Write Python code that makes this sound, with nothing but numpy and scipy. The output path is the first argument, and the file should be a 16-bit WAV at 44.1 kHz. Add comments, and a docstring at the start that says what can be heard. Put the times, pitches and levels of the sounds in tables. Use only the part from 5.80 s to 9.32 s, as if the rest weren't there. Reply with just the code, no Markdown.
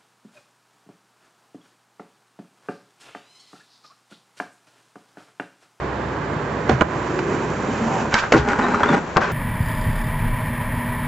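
"""An open yard with hard ground and a hollow wooden ledge, heard from a fixed stereo microphone.
A skateboard rolls in from the right and clacks across a joint, front wheels then back. The tail pops,
the truck locks onto the ledge straight ahead and grinds along its edge in stick and slip; the board
drops off, lands to the left and rolls on. Light wind and a low hum lie underneath;
a limiter holds the blows down."""
import sys
import numpy as np
from scipy import signal
from scipy.fft import rfft, irfft
from scipy.io import wavfile

SR = 44100
rng = np.random.default_rng(int(sys.argv[2]) if len(sys.argv) > 2 else 0)


def unload_wav(signal):
    """Save mono or channel-first audio to the path in sys.argv[1] as 16-bit WAV at rate SR, clipped to [-1, 1]."""
    wavfile.write(
        sys.argv[1],
        SR,
        np.round(np.clip(np.atleast_2d(signal).T, -1, 1) * 32767).astype(np.int16),
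    )


N = 155232
TIME = np.arange(N) / SR
CUTOFF_HZ = 7950


def amp(db):
    """Decibels to gain."""
    return 10 ** (np.asarray(db) / 20)


def unit(x):
    """Scale to rms 1."""
    return x / np.sqrt(np.mean(x ** 2) + 1e-20)


def in_time(rows):
    """Each column of a timed curve, at every sample."""
    times, *columns = np.transpose(rows)
    return [np.interp(TIME, times, column) for column in columns]


def drift(hz):
    """Slow random wander, mostly below hz, rms 1."""
    step = 40
    r = np.exp(-2 * np.pi * hz * step / SR)
    slow = signal.lfilter([1], [1, -2 * r, r * r], rng.standard_normal(N // step + 2002))[2000:]
    return np.interp(np.arange(N) / step, np.arange(len(slow)), unit(slow))


def colour(x, spectrum):
    """Minimum-phase filter with the given spectral shape and unit power gain below the cutoff."""
    size = 4096
    hz, db = np.transpose(spectrum)
    bins_hz = np.maximum(np.arange(size // 2 + 1) * SR / size, 1)
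    gain = amp(np.interp(np.log(bins_hz), np.log(hz), db))
    cepstrum = irfft(np.log(gain))
    cepstrum[1:size // 2] *= 2
    cepstrum[size // 2 + 1:] = 0
    response = np.exp(rfft(cepstrum))
    power = np.mean(abs(response) ** 2 * (bins_hz < CUTOFF_HZ))
    return signal.fftconvolve(x, irfft(response) / np.sqrt(power))[:N]


def ring(x, hz, t60):
    """A unit click sets a sine of height 1 ringing."""
    r, w = amp(-60 / (t60 * SR)), 2 * np.pi * hz / SR
    return signal.lfilter([0, np.sin(w)], [1, -2 * r * np.cos(w), r * r], x + 1e-18)


def resonate(x, hz, width_hz):
    """One resonance driven by x, rms 1."""
    r = np.exp(-np.pi * width_hz / SR)
    return unit(signal.lfilter([1, 0, -1], [1, -2 * r * np.cos(2 * np.pi * hz / SR), r * r], x))


def rough_tone(hz, width_hz):
    """Noise passed twice through one resonance, rms 1."""
    return resonate(resonate(rng.standard_normal(N), hz, width_hz), hz, width_hz)


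def grains(per_s, spread_db):
    """Random tiny contacts of uneven size, rms 1."""
    sizes = amp(spread_db * np.minimum(rng.exponential(1, N), 4))
    return unit(sizes * rng.choice([-1, 1], N) * (rng.random(N) < per_s / SR))


def clicks(times, gains):
    """Single clicks at the given times."""
    out = np.zeros(N)
    out[(np.asarray(times) * SR).astype(int)] = gains
    return out


# Wind spectra, common to both channels and opposed between them: (frequency [Hz], relative level [dB])
WIND_MID = [(25, -17.5), (60, -3.5), (110, 0.5), (250, -7), (1000, -3.5), (1700, -10), (2500, -19),
            (4000, -25), (8000, -43.5)]
WIND_SIDE = [(40, -4.5), (70, -7), (200, -12.5), (1000, -4.5), (8000, -38)]

def wind():
    """Light wind, off in the trees and right on the microphone."""
    mid = amp(-33.5) * colour(rng.standard_normal(N), WIND_MID)
    side = amp(-39.5) * colour(rng.standard_normal(N), WIND_SIDE)
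    return mid + side * [[1], [-1]]


def hum(hz=65.3, fall_db_per_s=4.5):
    """A wavering low hum in the background that slowly fades."""
    level_db = -36 - fall_db_per_s * TIME + 2 * drift(2.9)
    return np.sqrt(2) * amp(level_db) * np.sin(2 * np.pi * hz * TIME + .5 * drift(2.6))


# The wheels as they pass the microphone: (time [s], rumble level [dB], hiss level [dB])
ROLL_LEVELS = [(0, -28, -57.5), (1.08, -25, -50.5), (1.3, -25.5, -45), (1.47, -27, -46.5),
               (1.53, -21.5, -42), (1.65, -26, -46), (2.2, -23.5, -39), (2.29, -25.5, -47),
               (2.35, -38, -36), (2.42, -32.5, -47), (3.36, -32.5, -48.5), (3.39, -21, -69),
               (3.52, -27, -48)]
# Spectra of wheels on hard ground: (frequency [Hz], relative level [dB])
RUMBLE_SPECTRUM = [(50, -35), (100, 3), (140, 5), (260, 2.5), (400, 4), (620, -2), (1000, -5.5),
                   (1600, -9.5), (2020, -16), (2600, -25), (3700, -30.5), (8000, -48)]
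HISS_SPECTRUM = [(500, -21), (1500, -2.5), (2500, 10), (3500, -2), (5000, -2), (7200, 3.5), (8200, -15.5)]
# The ground under the wheels: (start [s], end [s], pitch [Hz], level [dB], width [share of pitch])
GROUND_DRONES = [(1.084, 1.87, 140.2, -34.5, 0.059), (1.254, 1.723, 368, -27, 0.33),
                 (1.824, 2.294, 223, -26, 0.13), (2.023, 2.285, 780, -26.5, 0.35)]

def wheels():
    """Wheels run over fine grit: rumble, a faint ring, hiss and passing drones of the ground."""
    rumble_db, hiss_db = in_time(ROLL_LEVELS)
    flutter_db = 0.57 * drift(22)
    rumble = colour(grains(per_s=8000, spread_db=1.27), RUMBLE_SPECTRUM)
    wheel_ring = amp(-18) * resonate(rng.standard_normal(N), hz=1668, width_hz=88)
    hiss = colour(grains(per_s=14000, spread_db=4.5), HISS_SPECTRUM)
    out = amp(rumble_db + flutter_db) * (rumble + wheel_ring) + amp(hiss_db + flutter_db) * hiss
    for start, end, hz, db, width in GROUND_DRONES:
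        progress = np.clip((TIME - start) / (end - start), 0, 1)
        swell = np.sqrt(np.maximum(np.sin(np.pi * progress), 0))
        out += amp(db) * swell * rough_tone(hz, width * hz)
    return out


# Blows on the board, from the joint through tail pop and ledge to the landing:
# (time [s], thud level [dB], knock level [dB], crack level [dB], rattle time constant [s])
BOARD_BLOWS = [(0.8923, -15, -15.5, -25.5, 0.0053), (0.8953, -2.5, -13.5, -25, 0.009),
               (0.909, -18, -23, -30.5, 0.036), (1.0096, -14, -10.5, -21.5, 0.0032),
               (1.0138, -2.5, -13, -31, 0.0016), (1.0199, -5, -11.5, -27, 0.0048),
               (1.390, -14.5, -22.5, -26.5, 0.005), (2.3413, -21, -4, -0.5, 0.0033),
               (2.5216, -3.5, -12, -14.5, 0.014), (2.524, -21, -26, -9.5, 0.0019),
               (2.537, -5.5, -8, -35, 0.0039), (2.553, -15, -14, -30, 0.027),
               (2.687, -22.5, -17.5, -24.5, 0.0047), (2.789, -21, -13.5, -29, 0.0082),
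               (2.845, -15, -19.5, -39, 0.01), (2.865, -28, -19, -40, 0.0044),
               (2.945, -22.5, -22, -33, 0.014), (3.005, -14.5, -28, -38, 0.007),
               (3.032, -19, -13, -29, 0.009), (3.091, -23, -15.5, -31, 0.0079),
               (3.3626, -40, -10, -51, 0.0019), (3.3691, -4.5, -3, -10.5, 0.0053),
               (3.377, -5.5, -13.5, -44, 0.011)]
# Low, middle and high spectra of a blow: (frequency [Hz], relative level [dB])
THUD_SPECTRUM = [(35, -47.5), (70, 1.5), (130, -14.5), (230, 0.5), (330, -2), (560, -2.5), (800, -3.5),
                 (1600, -62)]
KNOCK_SPECTRUM = [(200, -36.5), (480, -8.5), (750, -1), (1050, 10), (1400, 8.5), (1750, 3), (2400, -11.5),
                  (4000, -37.5)]
CRACK_SPECTRUM = [(900, -8.5), (1900, 9), (2600, 5), (3200, -2.5), (4400, -4), (7000, -7), (8200, -21.5)]
# Modes of the deck: (frequency [Hz], relative level [dB], t60 [s])
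DECK_MODES = [(227, -12.5, 0.11), (572, -14.5, 0.034), (860, -9, 0.038), (1192, -15.5, 0.042)]

def blows(snap_share=0.3, deck_db=6):
    """Each blow is a snap and a dying rattle, heard as thud, knock and crack; the deck rings on."""
    times, thud_db, knock_db, crack_db, rattle_s = np.transpose(BOARD_BLOWS)
    bands = (THUD_SPECTRUM, thud_db), (KNOCK_SPECTRUM, knock_db), (CRACK_SPECTRUM, crack_db)
    out = np.zeros(N)
    for spectrum, levels in bands:
        force, rattle = np.zeros(N), grains(per_s=9000, spread_db=2.0)
        for at, db, tau in zip((times * SR).astype(int), levels, rattle_s):
            burst = rattle[at:] * np.exp(-np.minimum(TIME[:N - at] / tau, 20))
            burst[0] = snap_share * np.sqrt(tau * SR / 2)  # first contact, sized against the rattle
            force[at:] += amp(db) * burst
        out += colour(force, spectrum)
    for hz, db, t60 in DECK_MODES:
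        strike_db = knock_db + db + deck_db + rng.standard_normal(len(times))
        out += ring(clicks(times, amp(strike_db)), hz, t60)
    return out


# Wheel or truck under a hard blow: (time [s], pitch [Hz], level [dB])
HARDWARE_CLINKS = [(.896, 3436, -17), (1.0101, 2960, -20), (2.3424, 2230, -6), (2.687, 2410, -21.5),
                   (2.945, 1240, -10), (3.034, 1365, -9.5), (3.034, 3330, -17.5)]

def clinks(t60_cycles=68):
    """Wheel and truck ring briefly, at a pitch that depends on where they are hit."""
    return sum(ring(clicks(at, amp(db)), hz, t60_cycles / hz) for at, hz, db in HARDWARE_CLINKS)


# Booms at the joint, then at the ledge: (start [s], pitch [Hz], level [dB], rise [s], t60 [s])
LOW_BOOMS = [(0.901, 212, -10, 0.0042, 0.16), (0.915, 132, -11.5, 0.0099, 0.26),
             (2.586, 62, -16, 0.007, 0.28), (3.085, 228, -17.5, 0.011, 0.43),
             (3.107, 169.5, -15.5, 0.0061, 0.36)]

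def booms(pitch_waver=0.098):
    """Ground and ledge boom under the board: low wavering tones that swell and die."""
    out = np.zeros(N)
    for start, hz, db, rise, t60 in LOW_BOOMS:
        age = np.maximum(TIME - start, 0)
        phase = 2 * np.pi * hz * np.cumsum((age > 0) * (1 + pitch_waver * drift(30))) / SR
        attack = 1 - np.exp(-age / rise)
        decay_db = 60 * np.maximum(age - 2 * rise, 0) / t60
        out += amp(db - decay_db) * attack * np.sin(phase)
    return out


# Scuffs and, in the second row, the tail slap:
# (peak time [s], rise [s], fall [s], rasp level [dB], grit level [dB])
SCUFFS_AND_SLAP = [(2.334, 0.012, 0.0043, -21.5, -39), (2.351, 0.0014, 0.01, -10.5, -29),
                   (2.392, 0.016, 0.0069, -19, -21.5), (2.437, 0.012, 0.012, -21, -39.5),
                   (2.574, 0.008, 0.01, -19.5, -21), (3.418, 0.0092, 0.025, -15, -28)]
# Their dull and bright spectra: (frequency [Hz], relative level [dB])
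RASP_SPECTRUM = [(300, -10), (700, -3), (1100, -3.5), (1550, 1), (1950, -10.5), (2600, -16.5), (4000, -41)]
GRIT_SPECTRUM = [(1000, -2), (2300, 6), (3300, 3.5), (7000, -4.5), (8200, -18.5)]

def scuffs_and_slap():
    """A sharp tail slap just after the pop, and short gritty scuffs around take-off and landing."""
    rasp_gain = grit_gain = 0
    for peak, rise, fall, rasp_db, grit_db in SCUFFS_AND_SLAP:
        age = TIME - peak
        exponent = np.where(age < 0, (age / rise) ** 2, age / fall) / 2
        swell = np.exp(-exponent.clip(0, 30))
        rasp_gain += amp(rasp_db) * swell
        grit_gain += amp(grit_db) * swell
    rasp = colour(rasp_gain * grains(per_s=4000, spread_db=2.5), RASP_SPECTRUM)
    grit = colour(grit_gain * grains(per_s=5000, spread_db=2), GRIT_SPECTRUM)
    return rasp + grit


# The truck on the edge, in front of the microphone: (time [s], level [dB])
GRIND_LEVELS = [(2.52, -49), (2.53, -11.5), (2.58, -16.5), (2.62, -26.5), (2.735, -21), (2.775, -28.5),
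                (2.81, -21.5), (2.85, -22), (2.89, -26.5), (2.935, -24.5), (2.97, -23), (3.02, -24.5),
                (3.1, -17.5), (3.145, -17.5), (3.22, -36)]
# Broad spectrum of the scrape: (frequency [Hz], relative level [dB])
SCRAPE_SPECTRUM = [(60, -11.5), (150, -3.5), (240, 4), (330, 1), (820, -1.5), (1500, -2.5), (2000, -11.5),
                   (3000, -20.5), (4500, -41), (8000, -48)]
# Resonances of board and ledge: (frequency [Hz], width [Hz], relative level [dB])
SCRAPE_MODES = [(243, 19, -12.5), (413.7, 8.1, -9.5), (807, 24, -11.5), (1226, 25, -13.5),
                (1390, 48, -15.5)]

def grind(flutter_db=4):
    """The truck sticks and slips along the edge and drives the resonances of board and ledge."""
    level_db, = in_time(GRIND_LEVELS)
    on_edge = (TIME > GRIND_LEVELS[0][0]) & (TIME < GRIND_LEVELS[-1][0])
    slips = grains(per_s=1600, spread_db=2.2) * amp(flutter_db * np.tanh(drift(45)))
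    scrape = amp(-1.5) * colour(slips, SCRAPE_SPECTRUM)
    ringing = sum(amp(db) * resonate(slips, hz, width) for hz, width, db in SCRAPE_MODES)
    return amp(level_db) * on_edge * (scrape + ringing)


# The rider's weight comes down on the ledge: (time [s], level [dB])
LEDGE_LOADS = [(2.544, 3.5), (2.562, 2.5), (2.583, -8.5)]
# Modes of the hollow wood: (frequency [Hz], relative level [dB], t60 [s])
LEDGE_MODES = [(123.4, -14.5, 0.26), (147, -14, 0.27), (314.6, -5.5, 0.15), (420, -8.5, 0.25),
               (525, -10.5, 0.043), (566, -14, 0.049), (793, -14.5, 0.093)]

def ledge():
    """The hollow ledge rings under the rider's weight, its modes alternating in sign."""
    times, load_db = np.transpose(LEDGE_LOADS)
    out = np.zeros(N)
    for k, (hz, db, t60) in enumerate(LEDGE_MODES):
        strike_db = load_db + db + rng.standard_normal(len(times))
        out += (-1) ** k * ring(clicks(times, amp(strike_db)), hz, t60)
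    return out


# The truck catches on the edge: (peak time [s], half length [s], pitch [Hz], level [dB])
TRUCK_SQUEAKS = [(2.84, 0.0079, 3840, -35.5), (2.916, 0.091, 3970, -49.5), (3.09, 0.0037, 3590, -32.5),
                 (3.107, 0.041, 3410, -40.5)]

def squeaks():
    """Short rough squeals where the slipping drives one narrow resonance of the truck."""
    out = np.zeros(N)
    for peak, half_s, hz, db in TRUCK_SQUEAKS:
        swell = np.exp(-.5 * np.minimum(abs(TIME - peak) / half_s, 10) ** 2)
        out += amp(db) * swell * rough_tone(hz, width_hz=210)
    return out


def yard(x, t60=0.14, low_cut_hz=417, level_db=-6.5):
    """Brief thin scatter from nearby ground and trees, different on each side of the microphone."""
    age = TIME[:SR // 2]
    tails = rng.standard_normal((2, len(age))) * amp(-60 * age / t60)
    tails /= np.sqrt(np.sum(tails ** 2, axis=1, keepdims=True))
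    thin = signal.sosfilt(signal.butter(2, low_cut_hz, "high", fs=SR, output="sos"), x)
    return amp(level_db) * signal.fftconvolve(thin, tails, axes=1)[:, :N]


# The board's path across the microphone: (time [s], left minus right [dB])
BOARD_PAN = [(0, -10), (1, -9), (2.35, -3.5), (2.53, -1), (3.2, 0.4), (3.37, 5.5), (3.41, 0)]

def scene(pan_above_hz=540):
    """The board crosses from right to left and ends in the centre; its bass stays centred throughout."""
    pan_db, = in_time(BOARD_PAN)
    board = wheels() + blows() + clinks() + booms() + scuffs_and_slap() + grind() + ledge() + squeaks()
    bass = signal.sosfiltfilt(signal.butter(2, pan_above_hz, fs=SR, output="sos"), board)
    placed = bass + (board - bass) * amp([pan_db / 2, -pan_db / 2])
    return placed + yard(placed) + wind() + hum()


def record(dry, limit_db=-1.5, attack_s=0.00079, release_db_per_s=62):
    """Behind the microphone a limiter ducks after loud blows; first peaks clip and the top is cut."""
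    peak_db = 20 * np.log10(abs(dry).max(axis=0) + 1e-9)
    over_db = np.maximum(peak_db - limit_db, 0)
    release_db = release_db_per_s * TIME
    held_db = np.maximum.accumulate(over_db + release_db) - release_db
    r = np.exp(-1 / (attack_s * SR))
    duck_db = signal.lfilter([1 - r], [1, -r], held_db)
    limited = np.clip(dry * amp(-duck_db), -.85, .85)
    return signal.sosfilt(signal.ellip(10, .3, 80, CUTOFF_HZ, fs=SR, output="sos"), limited)


dry = scene()
out = record(dry)
unload_wav(out)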